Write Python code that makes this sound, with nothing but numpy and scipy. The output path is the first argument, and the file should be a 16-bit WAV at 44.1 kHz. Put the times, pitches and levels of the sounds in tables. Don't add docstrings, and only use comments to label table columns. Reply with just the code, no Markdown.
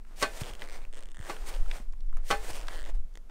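import sys
import numpy as np
from scipy import signal
from scipy.fft import rfft, irfft
from scipy.io import wavfile
from scipy.ndimage import uniform_filter1d

SR = 44100
rng = np.random.default_rng(int(sys.argv[2]) if len(sys.argv) > 2 else 0)


def makeup_ratio(level_db):
    decades = np.asarray(level_db, float) / 20
    return 10 ** decades


def master(y):
    cut = np.clip(np.atleast_2d(y).T, -1, 1)
    pcm = np.round(cut * 32767)
    wavfile.write(sys.argv[1], SR, pcm.astype(np.int16))


N = 145530

# [t/s, level/dB]
GUSTS = [(0, -40.5), (.25, -38.5), (.5, -38.5), (.84, -30.5), (1.1, -35), (1.36, -38), (1.44, -26),
         (1.52, -36), (1.6, -20), (1.69, -21.5), (1.79, -38.5), (1.89, -26), (1.96, -33), (2.15, -20),
         (2.3, -31.5), (2.8, -29.5), (3.0, -22), (3.1, -40)]
# [f/Hz, level/dB per Hz]
AIR_COLOUR = [(90, -11.5), (210, -4.5), (300, -9.5), (3400, -28), (9000, -30), (11500, -21.5),
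              (16000, -27.5)]
# [peak t/s, rise t/s, fall t/s, blades level/dB, scuff level/dB]
GRASS_CRUSHES = [(.0, .01, 0.02, -85, -64), (0.219, 0.057, 0.088, -36.5, -47),
                 (0.377, 0.14, 0.042, -45, -50), (0.413, 0.032, 0.023, -37.5, -44),
                 (0.487, 0.42, 0.12, -50, -46.5), (.63, 0.1, 0.1, -56, -47.5),
                 (0.757, 0.22, 0.15, -58, -51.5), (.97, 0.03, 0.17, -63, -53.5),
                 (1.297, 0.1, 0.14, -45, -44), (1.42, 0.14, 0.15, -57.5, -55),
                 (1.47, 0.017, 0.038, -42, -53), (1.494, 0.038, 0.022, -39, -42.5),
                 (1.547, 0.28, 0.14, -50.5, -47.5), (1.767, 0.19, 0.08, -49, -47),
                 (2.235, .01, 0.057, -70, -61.5), (2.179, 0.011, 0.068, -76, -56),
                 (2.302, 0.053, 0.11, -37.5, -54.5), (2.449, 0.024, 0.012, -44.5, -47.5),
                 (2.507, 0.17, 0.034, -40.5, -43.5), (2.559, 0.073, 0.079, -43, -45.5),
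                 (2.739, 0.53, 0.14, -54, -49), (2.898, 0.12, 0.042, -61, -49.5),
                 (2.951, 0.016, 0.041, -61.5, -56.5), (3.3, 0.0078, .02, -75, -49)]
# [f/Hz, level/dB per Hz]
BLADE_COLOUR = [(900, -35), (1900, -6), (4000, -9.5), (8500, -9), (13000, -5.5), (15800, -9.5)]
# [f/Hz, level/dB per Hz]
SCUFF_COLOUR = [(120, -7), (250, -8), (500, 0.5), (1800, -9.5), (7000, -27)]
# [t/s, peak level/dB, f/Hz]
BUCKLE_TICKS = [(0.05, -46.5, 1470), (.119, -49, 1250), (0.161, -56, 3000), (.620, -25, 1850),
                (1.366, -33, 1500), (1.54, -35, 3170), (1.660, -38, 1350), (1.713, -25.5, 2260),
                (1.924, -50.5, 4300), (2.006, -50, 4100), (2.065, -59, 9100), (2.094, -51.5, 1930),
                (2.128, -41.5, 1220), (2.143, -55, 2490), (2.170, -34.5, 1190), (2.170, -43.5, 8300),
                (1.935, -44, 1130), (2.203, -55, 1500), (2.233, -57, 5700), (2.165, -55, 1500),
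                (.334, -44, 4800), (2.683, -32.5, 3920), (2.506, -40, 4400), (2.684, -25, 1540),
                (3.139, -58, 6230)]
# [t/s, level/dB, rattle length t/s, brightness level/dB per octave]
PLATE_LANDINGS = [
    (0.218, -32, 0.0044, -2),
    (.226, -21.5, 0.011, 2),
    (1.297, -31, 0.0091, -4),
    (2.304, -24.5, 0.029, -2),
    (2.31, -22.5, 0.012, 1.5),
]
# [f/Hz, level/dB, time to fall 60 dB t/s]
PLATE_MODES = [(435, -10.5, 0.31), (591.6, -2.5, 0.17), (653.4, -8, 0.2), (811.7, 0, 0.19),
               (1133.4, 5.5, 0.082), (1273, 1, 0.092), (1536, -1.5, 0.14), (1753, -8, 0.21),
               (1987, -11.5, 0.13), (2103, -9.5, 0.12), (2490, -8.5, 0.17), (2835, -15, 0.14),
               (3544, -12, 0.15), (4360, -3, 0.072)]
# [t/s, level/dB, f/Hz]
WEIGHT_THUDS = [
    (.417, -22, 122),
    (.5, -39.5, 93),
    (1.8, -39, 227),
    (1.2, -28, 89),
    (1.185, -45, 180),
    (3.7, -39, 69),
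    (2.508, -31.5, 71),
]
# [t/s, peak level/dB]
LONE_SLIPS = [(.512, -38), (.536, -35), (.552, -35), (.595, -40), (.605, -43), (.613, -36), (.790, -45),
              (.807, -48), (.851, -43), (1.007, -43), (1.026, -41), (1.035, -41), (1.057, -43),
              (1.070, -52), (1.088, -43), (1.110, -50), (1.117, -44), (1.102, -54), (1.146, -44),
              (1.151, -51), (1.160, -48), (1.170, -41), (1.183, -49), (1.192, -41), (1.204, -48),
              (1.212, -40), (1.221, -47), (1.227, -42), (1.235, -47), (1.240, -42), (1.250, -41),
              (.632, -41), (.640, -39), (.649, -41), (.660, -41), (.675, -40), (.688, -38), (.698, -38),
              (.708, -39), (.717, -39), (2.695, -40), (2.703, -40), (2.804, -38), (2.811, -37),
              (2.819, -38), (2.829, -38), (2.841, -39), (2.852, -38), (2.861, -39), (1.549, -37),
              (1.563, -40), (1.684, -43), (1.703, -43), (2.671, -39), (3.155, -38), (3.174, -39)]
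# [t/s, slip rate f/Hz, level/dB]
CREAK_RUNS = [
    [(.435, 115, -36), (.462, 125, -36), (.475, 240, -38), (.495, 230, -37), (.504, 120, -37)],
    [(.724, 165, -39), (.745, 215, -40), (.76, 210, -41), (.771, 140, -41), (.78, 110, -41)],
    [(.818, 170, -47), (.843, 190, -48)],
    [(.928, 120, -41), (.96, 105, -44), (.972, 170, -43), (.996, 100, -41)],
    [(1.259, 120, -43), (1.285, 110, -42)],
    [(1.514, 160, -40), (1.53, 130, -40)],
    [(1.723, 200, -44), (1.776, 230, -43)],
    [(2.533, 140, -37), (2.56, 150, -37), (2.585, 150, -40), (2.6, 105, -39), (2.636, 110, -40)],
    [(2.709, 175, -38), (2.735, 195, -37), (2.76, 160, -36), (2.799, 150, -37)],
    [(2.867, 180, -41), (2.88, 320, -44), (2.908, 300, -46)],
]
# [f/Hz, level/dB]
BENT_SHELLS = [
    [(3300, -12), (5000, -22), (9000, -34)],
    [(2270, -11.5), (6100, -17), (9400, -16.5)],
    [(2400, -10), (4200, -20), (9200, -15)],
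    [(2000, -15.5), (3500, -14.5), (8400, -7)],
    [(1900, -8.5), (3400, -14), (8600, -7)],
    [(3230, -17), (5000, -23), (9000, -22)],
    [(2400, -11.5), (5000, -30), (9000, -20)],
    [(3100, -11.5), (5500, -12), (9000, -14)],
    [(1850, -11.5), (4600, -18.5), (9100, -18)],
    [(2000, -13.5), (3600, -16), (7100, -13.5)],
]
# [f/Hz, level/dB per Hz]
SHELL_COLOUR = [(150, -2.5), (500, 4.5), (1200, -10.5), (3000, -1), (6000, -8), (9000, -7), (16000, -7.5)]


def rms_one(x):
    return x / np.sqrt(np.mean(x ** 2) + 1e-20)


def colour(x, points):
    hz, db = np.transpose(points)
    f = np.maximum(np.fft.rfftfreq(len(x), 1 / SR), 1)
    gain = makeup_ratio(np.interp(np.log(f), np.log(hz), db, left=-80))
    return rms_one(irfft(rfft(x) * gain, len(x)))


def ring(x, hz, t60):
    r = makeup_ratio(-60 / (t60 * SR))
    w = 2 * np.pi * hz / SR
    return signal.lfilter([0, np.sin(w)], [1, -2 * r * np.cos(w), r * r], x + 1e-18)


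def clicks(s, gain):
    return np.bincount(np.clip((np.asarray(s) * SR).astype(int), 0, N - 1), gain, N)


def cut(x, hz, kind, order=2):
    return signal.sosfilt(signal.butter(order, hz, kind, fs=SR, output="sos"), x)


def grains(per_s):
    spread_db = 2.5
    happens = rng.random(N) < per_s / SR
    size = makeup_ratio(spread_db * np.minimum(rng.exponential(1, N), 5))
    return happens * size * rng.choice([-1, 1], N)


def garden_air():
    return makeup_ratio(-65) * colour(rng.standard_normal(N), AIR_COLOUR)


def wind():
    white = rng.standard_normal((2, N + SR))
    deep = cut(cut(white[0], 21.35, "low", order=4), 5.3, "high")
    skirt = cut(white[1], 69, "low")
    deep = rms_one(deep[SR:])
    deep = deep / np.sqrt(uniform_filter1d(deep ** 2, size=3000) + 0.017)
    s, db = np.transpose(GUSTS)
    gust = makeup_ratio(np.interp(np.arange(N) / SR, s, db))
    return gust * (deep + makeup_ratio(-37.5) * rms_one(skirt[SR:]))


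def grass():
    t = np.arange(N) / SR
    blades_power, scuff_power = 0, 0
    for s, rise, fall, blades_db, scuff_db in GRASS_CRUSHES:
        shape = makeup_ratio(-20 * np.where(t < s, (s - t) / rise, (t - s) / fall))
        shape = shape * np.clip((t - s + rise) / .006 + 1, 0, 1)
        blades_power = blades_power + (makeup_ratio(blades_db) * shape) ** 2
        scuff_power = scuff_power + (makeup_ratio(scuff_db) * shape) ** 2
    blades = np.sqrt(blades_power) * colour(grains(per_s=9000), BLADE_COLOUR)
    scuff = np.sqrt(scuff_power) * colour(grains(per_s=2500), SCUFF_COLOUR)
    return blades + scuff


def ticks():
    ring_cycles, scratch_db, scratch_t60_s, snap_db = 16, 3, .016, -15.5
    t = np.arange(N) / SR
    out = np.zeros(N)
    for s, db, hz in BUCKLE_TICKS:
        fade = makeup_ratio(db + scratch_db - 60 * np.maximum(t - s, 0) / scratch_t60_s)
        scratch = rng.standard_normal(N) * (t >= s) * fade
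        out += cut(cut(scratch, hz / 1.6, "high"), min(1.5 * hz, 20000), "low")
        out += makeup_ratio(snap_db) * cut(scratch, hz, "high")
        knocks = clicks([s, s + .003], makeup_ratio([db - 6, db - 8]))
        out += ring(knocks, hz, ring_cycles / hz)
    return out


def plates():
    modes_db, crack_db, boom_db = -11, 1.5, -6.5
    crack_t60_s, boom_t60_s = 0.058, 0.15
    t = np.arange(N) / SR
    out = np.zeros(N)
    for s, db, rattle_s, tilt_db in PLATE_LANDINGS:
        since = np.maximum(t - s, 0)
        white = (t >= s) * rng.standard_normal((3, N))
        hit = clicks([s], [1]) + 0.054 * white[0] * np.exp(-since / rattle_s)
        for hz, mode_db, t60 in PLATE_MODES:
            chance_db = rng.standard_normal()
            bright_db = tilt_db * np.log2(hz / 1000)
            out += makeup_ratio(db + modes_db + mode_db + chance_db + bright_db) * ring(hit, hz, t60)
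        crack = cut(cut(white[1], 4250, "low", order=1), 350, "high")
        out += makeup_ratio(db + crack_db + 2 * tilt_db - 60 * since / crack_t60_s) * crack
        boom = 4 * cut(cut(white[2], 2050, "low"), 202, "high")
        out += makeup_ratio(db + boom_db - 60 * since / boom_t60_s) * boom
    return out


def thuds():
    out = np.zeros(N)
    for s, db, hz in WEIGHT_THUDS:
        swing = ring(clicks([s], [makeup_ratio(db)]), hz, 0.038)
        out += cut(swing, 10 * hz, "low")
    return out


def creaks():
    slip_db, slip_t60_s = 8, .009
    timing_jitter, level_spread_db = .03, 1.0
    shared_echo, own_echo = .14 * 0 + .1, .14
    bend_cycles, bend_wander, bend_spread_db = 16, .05, 3
    lone_s, lone_db = np.transpose(LONE_SLIPS)
    distance = [np.minimum(abs(lone_s - run[0][0]), abs(lone_s - run[-1][0])) for run in CREAK_RUNS]
    nearest = np.argmin(distance, axis=0)
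    lag = np.arange(768)
    fade = makeup_ratio(-60 * lag / SR / slip_t60_s)
    sharp, bent = np.zeros(N), np.zeros(N)
    for k, (run, bends) in enumerate(zip(CREAK_RUNS, BENT_SHELLS)):
        s, rate, db = np.transpose(run)
        t = np.arange(s[0], s[-1], 1 / SR)
        turns = np.cumsum(np.interp(t, s, rate)) / SR
        count = int(turns[-1]) + 1
        at = np.interp(np.arange(count) + timing_jitter * rng.standard_normal(count), turns, t)
        run_db = np.interp(at, s, db) + level_spread_db * rng.standard_normal(count)
        level = np.r_[run_db, lone_db[nearest == k]][:, None]
        start = (np.r_[at, lone_s[nearest == k]] * SR).astype(int)
        where = (start[:, None] + lag).ravel()
        n = len(level)
        echoes = shared_echo * rng.standard_normal(len(lag)) + own_echo * rng.standard_normal((n, len(lag)))
        slips = makeup_ratio(level) * ((lag == 0) + fade * echoes)
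        sharp += np.bincount(where, slips.ravel(), N)
        for hz, bend_db in bends:
            cycles = lag / SR * hz * (1 + bend_wander * rng.standard_normal((n, 1)))
            ring_db = level + bend_db + bend_spread_db * rng.standard_normal((n, 1))
            rings = makeup_ratio(ring_db - 60 * cycles / bend_cycles) * np.sin(2 * np.pi * cycles)
            bent += np.bincount(where, rings.ravel(), N)
    return makeup_ratio(slip_db) * (colour(sharp, SHELL_COLOUR) * np.std(sharp) + bent)


def scene():
    return (garden_air() + wind() + grass() + ticks() + plates() + thuds() + creaks())[None]


def roll_off(x):
    return signal.sosfilt(signal.butter(12, 16470, fs=SR, output="sos"), x)


def record(dry):
    shelf_hz, shelf_db, top_hz = 9870, -10.5, 15700
    hz = np.fft.rfftfreq(N, 1 / SR)
    shelf = shelf_db * np.clip((hz - shelf_hz) / 900 + .5, 0, 1)
    top = -60 * np.clip((hz - top_hz) / 400, 0, 1)
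    mix = irfft(rfft(dry) * makeup_ratio(shelf + top), N)
    return roll_off(mix)


dry = scene()
out = record(dry)
master(out)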